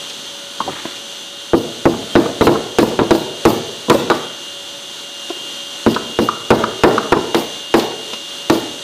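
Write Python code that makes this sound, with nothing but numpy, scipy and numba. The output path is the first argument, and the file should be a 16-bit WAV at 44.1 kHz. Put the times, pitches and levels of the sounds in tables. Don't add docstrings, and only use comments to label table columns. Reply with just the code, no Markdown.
import sys
import numpy as np
from scipy import signal
from scipy.fft import rfft, irfft, next_fast_len
from scipy.io import wavfile
from scipy.ndimage import uniform_filter1d, map_coordinates
from numba import njit

SR = 44100
rng = np.random.default_rng(int(sys.argv[2]) if len(sys.argv) > 2 else 0)


def invert_db(level):
    return 10 ** (np.asarray(level, dtype=float) / 20)


def pcm_store(signal):
    levels = np.round(np.clip(np.atleast_2d(signal), -1, 1) * 32767)
    wavfile.write(sys.argv[1], SR, levels.astype(np.int16).T)


N = 389403


def unit(x):
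    return x / np.sqrt(np.mean(x ** 2) + 1e-20)


def along(points, hz):
    f, v = np.transpose(points)
    return np.interp(np.log(hz + 1), np.log(f + 1), v)


def wobble(rate):
    return map_coordinates(rng.standard_normal(int(N * rate / SR) + 4), [np.arange(N) * rate / SR])


def filtered(x, response):
    m = next_fast_len(len(x) + 8192)
    return irfft(rfft(x, m) * response(np.fft.rfftfreq(m, 1 / SR)), m)[:len(x)]


def noise(t):
    return rng.standard_normal(len(t))


def dying(t60s, colour_db, size):
    hz, t, z = signal.stft(rng.standard_normal(size + 512), SR, nperseg=512)
    t60 = np.clip(along(t60s, hz), .01, 3)[:, None]
    gain = invert_db(colour_db(hz)[:, None] - 60 * t / t60)
    tail = signal.istft(z * gain, SR, nperseg=512)[1][:size]
    return tail / np.linalg.norm(tail)


def add(track, s, x):
    part = track[round(s * SR):][:len(x)]
    part += x[:len(part)]


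# (time [s], table level [dB], crack level [dB], rattle level [dB], contact brightness [dB/octave],
# ring brightness [dB/octave], place along the table [0-1])
HAMMER_BLOWS = [(1.533, -3, -22, -35.5, -1, -4, 0.54), (1.854, 0, 5, -37.5, -2, -2.5, 1),
                (2.153, 3, -3, -36, 1.5, -2, 0.67), (2.409, -1, 7, -31, 0.5, -3.5, 0.4),
                (2.469, 1.5, 10, -38, 3, -1.5, 0.6), (2.785, 1, 17.5, -31, 3.5, -7, 0.5),
                (2.99, -4.5, -14, -42, 4, 0.5, 0.42), (3.107, 1, 11.5, -31.5, 0.5, -3.5, 0.67),
                (3.452, 2, 20, -29, 1.5, 1.5, 0.32), (3.898, 2.5, 22, -30, -1, 8, 0.6),
                (4.1, -6, 8.5, -38, 8.5, 4.5, 1), (5.863, -4, 1, -35.5, 2, -6, 0),
                (6.188, -5.5, 4, -35, 4, -7.5, 0.5), (6.504, 4, 14, -35, 2.5, 5, 0.42),
                (6.835, 6.5, 15, -34, 3, 4, 0.9), (7.121, -1, 12, -42, -1.5, 13, 0.85),
                (7.345, -6, 12.5, -31.5, 7.5, -1.5, 0.95), (7.74, 0.5, 12, -30.5, 5, -0.5, 0.88),
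                (8.498, -2.5, 17, -32, 5.5, -2, 1)]


def hammer():
    out, t = np.zeros(N), np.arange(SR * 3 // 4) / SR
    for s, boom_db, crack_db, rattle_db, bright, ring_bright, place in HAMMER_BLOWS:
        ring = invert_db(-7.5) * table_modes(t, place, ring_bright) + invert_db(23) * table_body(t, ring_bright)
        shudder = 1 + 0.75 / (1 + np.exp(np.minimum((t - .058) / 0.0086, 50)))
        shudder = shudder * invert_db(2.2 * wobble(70)[:len(t)])
        onset = 1 - np.exp(-(t / 0.0045) ** 2)
        wood = (ring * shudder + invert_db(25.0) * slap(t, bright)) * onset + shove(t, bright)
        jingle = rattle_colour(rattle(t, count=160), rattle_db)
        blow = invert_db(boom_db) * wood + invert_db(crack_db) * crack(t) + invert_db(rattle_db) * jingle
        add(out, s, in_room(blow, wet_db=-8.0, delay=.006))
    return out


def octaves(f):
    tilt_top_hz = 1420
    return np.log2((np.minimum(f, tilt_top_hz) + 30) / 400)


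# (frequency [Hz], level struck at the near end [dB], level at the far end [dB], slow t60 [s])
TABLE_MODES = [(116, -14, -17, 0.72), (155, -13.5, -18.5, 0.69), (226.2, -0.5, -11, 0.47),
               (273, -14, -12.5, 0.31), (334.3, -2, 3, 0.29), (408.4, -3, -3, 0.059),
               (489, -0.5, -0.5, 0.07), (651, -9.5, -18, 0.045), (793, -13.5, -8.5, 0.02),
               (996, -5.5, -12.5, 0.06)]


def table_modes(t, place, ring_bright):
    hz, near_db, far_db, t60 = np.transpose(TABLE_MODES)[:, :, None]
    level = near_db + np.clip(place, 0, 1) * (far_db - near_db)
    spot = rng.standard_normal((len(TABLE_MODES), 3))
    scatter_db, start = 1.2 * spot[:, :1], 0.3 * spot[:, 2:]
    pitch = hz * (1 + 0.012 * spot[:, 1:2])
    wander = 0.013 * np.cumsum(rng.standard_normal((len(TABLE_MODES), len(t))), axis=1)
    tilt_db = 0.61 * ring_bright * np.maximum(octaves(hz), -0.3)
    swing = invert_db(level + scatter_db + tilt_db) * np.sin(2 * np.pi * pitch * t + start + wander)
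    fade = invert_db(-60 * t / t60) + 5 * invert_db(-60 * t / 0.061)
    return (swing * fade).sum(axis=0) / np.linalg.norm(invert_db(level))


# (frequency [Hz], relative level [dB per Hz])
BODY_COLOUR = [(15, -61), (25, -40), (158, -10), (222, 6), (277, -6), (338, 0.5), (642, -9.5),
               (1290, -11.5), (2410, -25), (3000, -31), (3900, -18), (6600, -120)]
# (frequency [Hz], t60 [s])
BODY_FADE = [(60, 0.13), (300, 0.32), (1000, 0.14), (1500, 0.076), (3000, 0.013)]


def table_body(t, ring_bright):
    def colour_db(f):
        tilt_db = ring_bright * np.maximum(octaves(f), -0.3)
        return along(BODY_COLOUR, f) + tilt_db + 3 * np.minimum(octaves(f), 1.2)
    return dying(BODY_FADE, colour_db, size=len(t))


def slap(t, bright):
    def colour_db(f):
        return along(BODY_COLOUR, f) + bright * octaves(f)
    return dying([(300, 0.044), (1500, 0.059)], colour_db, size=len(t))


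def shove(t, bright):
    level_db, centre_hz = 26, 428
    lag = 0.0024

    def push(f):
        band = f / centre_hz / (1 + (f / centre_hz) ** 3.54)
        bending = np.exp(-4j * np.pi * lag * np.sqrt(400 * f) + 2j * np.pi * f * lag / 10)
        return invert_db(bright * octaves(f)) * band * bending
    chirp = filtered(1.0 * (t == 0), push)
    return invert_db(level_db) * chirp / np.linalg.norm(chirp)


def crack(t):
    burst = filtered(noise(t), lambda f: f / (f + 1500) / (1 + (f / 5500) ** 3))
    return burst * invert_db(-60 * t / 0.019) * (1 - np.exp(-t / 0.0032))


def rattle(t, count):
    piece_hz, piece_spread = 4704, 0.115
    when, pitch, size = rng.random((count, 3)).T
    landing = .008 + 0.046 * when[:, None] ** 1.1
    age = np.maximum(t[:SR // 6] - landing, 0)
    hz = 2600 * 5.6 ** pitch[:, None]
    hz[::4] = piece_hz * (1 + piece_spread * (2 * pitch[::4, None] - 1))
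    level_db = 2.8 * size[:, None] ** 3 - 4 * pitch[:, None] - 60 * age * hz / 160
    clinks = invert_db(level_db) * np.sin(2 * np.pi * hz * age)
    clinks = np.pad(unit(clinks.sum(axis=0)), (0, len(t) - SR // 6))
    fizz = filtered(noise(t), lambda f: f / (f + 5000) * (1 + 0.27 * (f / 13000) ** 4))
    fizz = fizz * (t / 0.033 * np.exp(1 - t / 0.042)) ** 2
    return clinks + 0.7 * fizz * invert_db(2.2 * wobble(250)[:len(t)])


def rattle_colour(jingle, rattle_db):
    tilt = 0.51 * (rattle_db + 32.5)
    return filtered(jingle, lambda f: invert_db(tilt * np.log2((f + 2000) / 7000)))


# (time [s], knock level [dB], pitch [Hz], table thud level [dB])
LIGHT_TAPS = [(.603, -2, 1094, -19), (0.677, -9.5, 750, -20.5), (.693, -17, 1135, -30),
              (0.852, -27, 705, -22), (1.935, -14, 1175, -31), (2.258, -7.5, 1173, -14.5),
              (2.554, -9.5, 1280, -26), (2.828, -5, 940, -4), (3.03, -6, 500, -16), (3.15, -4, 810, -24),
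              (3.501, -4, 1035, -12), (3.883, -18, 994, -14), (3.945, 4, 558, -8), (4.114, 3.5, 1160, -12),
              (5.963, -3, 1276, -18), (6.287, 0.5, 1203, -13.5), (6.637, 4, 1223, -11),
              (6.979, 4.5, 1247, -9.5), (7.167, -2, 384, -7), (7.781, -6, 794, -14),
              (8.131, -17.5, 1094, -22.5), (8.531, -14, 1140, -24), (8.553, -12, 395, -16)]


def taps():
    lower_ratio, lower_db = 0.8, -3
    grit_db = -23.5
    out, t = np.zeros(N), np.arange(SR // 2) / SR
    mode_hz, level, _, _ = np.transpose(TABLE_MODES)[:, :, None]
    for s, db, hz, thud_db in LIGHT_TAPS:
        def knock_band(f):
            return 1 / (1 + ((f - hz) / (0.24 * hz)) ** 4) + 0.07 / (1 + (f / 2300) ** 6)
        rough = unit(filtered(noise(t), knock_band))
        pair = np.sin(2 * np.pi * hz * t) + invert_db(lower_db) * np.sin(2 * np.pi * lower_ratio * hz * t)
        knock = (0.62 * pair + 0.45 * rough) * invert_db(-60 * t * (hz / 1000) ** 0.4 / 0.045)
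        spot = rng.standard_normal((len(TABLE_MODES), 2))
        swing = invert_db(level + 4.1 * spot[:, :1] - 60 * t / 0.058)
        swing = swing * np.sin(2 * np.pi * mode_hz * t + 2 * spot[:, 1:])
        tap = invert_db(db) * (knock + invert_db(grit_db) * grit(t)) + invert_db(thud_db) * swing.sum(axis=0)
        onset = 1 - np.exp(-t / 0.0015)
        add(out, s, in_room(tap * onset, wet_db=-8.5, delay=0.00542))
    return out


# (time [s], level [dB], pitch [Hz], length to half amplitude [s])
COVER_PATS = [(5.301, -15, 349, 0.01)]


def pats():
    out, t = np.zeros(N), np.arange(SR // 3) / SR
    for s, db, hz, length in COVER_PATS:
        buzz = sum(invert_db(-6.5 * k) * np.sin(2 * np.pi * (k + 1) * hz * t + k) for k in range(4))
        shape = (1 - np.exp(-t / 0.0017)) / (1 + (t / length) ** 6)
        add(out, s, invert_db(db) * in_room(buzz * shape, wet_db=-7, delay=0.0062))
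    return out


# (time [s], level [dB])
PIECE_TICKS = [(0.098, -24), (.96, -27), (3.15, -21), (5.292, -24), (5.944, -18), (7.795, -12.5),
               (8.133, -20.5)]


def ticks():
    out, t = np.zeros(N), np.arange(SR // 3) / SR
    for s, db in PIECE_TICKS:
        scratch = grit(t) * (1 - np.exp(-t / 0.00058))
        add(out, s, invert_db(db) * in_room(scratch, wet_db=-4.0, delay=0.0079))
    return out


def grit(t):
    band = filtered(noise(t), lambda f: 1 / (1 + ((f - 3700) / 1300) ** 2) + 0.019)
    return invert_db(-60 * t / 0.061) * unit(band)


# (middle time [s], half length to 1/e [s], level [dB], band centre [Hz])
SLIDES = [(0.8, 0.14, -35.5, 1530), (0.698, 0.05, -29, 280)]


def scuffs():
    t, out = np.arange(N) / SR, np.zeros(N)
    for s, half, db, hz in SLIDES:
        band = unit(filtered(noise(t), lambda f: 1 / (1 + ((f - hz) / (0.68 * hz)) ** 4)))
        out += invert_db(db + 3.5 * wobble(110)) * np.exp(-((t - s) / half) ** 2) * band
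    return out


# (multiple of the shaft speed, level [dB rms])
SHAFT_TONES = [(102, -50), (108, -42), (110, -50), (113, -48), (114, -48), (117, -47), (120, -48),
               (123, -52), (125, -51), (126, -51), (201, -57), (204, -51), (210, -53), (213, -54),
               (218, -56)]
# (time [s], level [dB rms])
LOUDEST_SWELL = [(0.0, -40.5), (0.37, -45.5), (1.28, -40.5), (2.21, -45), (2.66, -40.5), (3.15, -43),
                 (3.34, -36.5), (4.131, -45), (4.33, -36), (4.89, -43), (5.31, -34), (5.85, -38),
                 (6.22, -31.5), (6.52, -37.5), (8.12, -34), (8.83, -38.5)]
# (frequency [Hz], level [dB rms])
LOW_TONES = [(565.2, -45), (1405, -53.5), (1486, -53)]
# (frequency [Hz], relative level [dB per Hz])
HISS_COLOUR = [(15, -63), (40, -30), (100, -12), (335, -1.5), (560, -7), (1400, -8), (2220, -11),
               (2600, -9.5), (2950, -1.5), (3600, -2), (4300, -4.5), (5100, -11.5), (6210, -7.5),
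               (7200, -11), (10700, -19), (14400, -28), (16000, -35)]


def machine():
    shaft_hz, hiss_db = 29.48, -31.5
    whine_follows = 0.16
    swell_db = np.interp(np.arange(N) / SR, *np.transpose(LOUDEST_SWELL))
    drift = np.cumsum(1 + 0.000686 * wobble(6)) / SR

    def tone(hz, db):
        return np.sqrt(2) * invert_db(db) * np.sin(2 * np.pi * (hz * drift + rng.random()))
    hum = sum(tone(hz, db + 1.8 * wobble(9) + 2.2 * wobble(30)) for hz, db in LOW_TONES)
    whine = sum(tone(k * shaft_hz, db + 2.67 * wobble(7) + 2.6 * wobble(25)) for k, db in SHAFT_TONES)
    whine = whine * invert_db(whine_follows * (swell_db - swell_db.mean()))
    loudest = tone(96 * shaft_hz, swell_db + 1.5 * wobble(20))
    turn = rng.standard_normal(round(SR / shaft_hz))
    repeat = np.interp(drift * shaft_hz % 1 * len(turn), np.arange(len(turn)), turn)
    gears = filtered(repeat, lambda f: invert_db(-14 * np.log2((f + 1) / 3500) ** 2) * 0.62)
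    hiss = unit(filtered(rng.standard_normal(N) + gears, lambda f: invert_db(along(HISS_COLOUR, f))))
    flutter_db = .7 * wobble(9) + .6 * wobble(2)
    return invert_db(hiss_db + flutter_db) * hiss + hum + whine + loudest


# (frequency [Hz], t60 [s])
ROOM_FADE = [(100, 0.75), (400, 0.94), (1200, 0.58), (4000, 1), (12000, 0.33)]


def in_room(x, wet_db, delay):
    drive_t60 = .05
    tail = dying(ROOM_FADE, lambda hz: 0 * hz, size=len(x))
    tail = np.pad(tail, (round(delay * SR), 0))
    early = x * invert_db(-60 * np.arange(len(x)) / SR / drive_t60)
    return x + invert_db(wet_db) * signal.fftconvolve(early, tail)[:len(x)]


def scene():
    return (hammer() + taps() + pats() + ticks() + scuffs() + machine())[None]


@njit
def follower(x, fall):
    level, out = 0.0, np.empty_like(x)
    for i in range(len(x)):
        level = max(abs(x[i]), level * fall)
        out[i] = level
    return out


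def roll_off(x):
    return signal.sosfilt(signal.butter(12, 16340, fs=SR, output="sos"), x)


def record(dry):
    x = filtered(dry[0], lambda f: 1j * f / (1j * f + 60) * (f < 15150))
    peak_db = 20 * np.log10(follower(x, invert_db(-300 / SR)) + 1e-9)
    over_db = np.maximum(peak_db + 8, 0)
    cut_db = uniform_filter1d(.35 * over_db, round(.016 * SR))
    x = x * invert_db(-np.interp(np.arange(N) - 0.0013 * SR, np.arange(N), cut_db))
    x = x / (1 + np.abs(x / .705) ** 12) ** (1 / 12)
    x = filtered(x, lambda f: f < 16100)
    return roll_off(x[None])


dry = scene()
out = record(dry)
pcm_store(out)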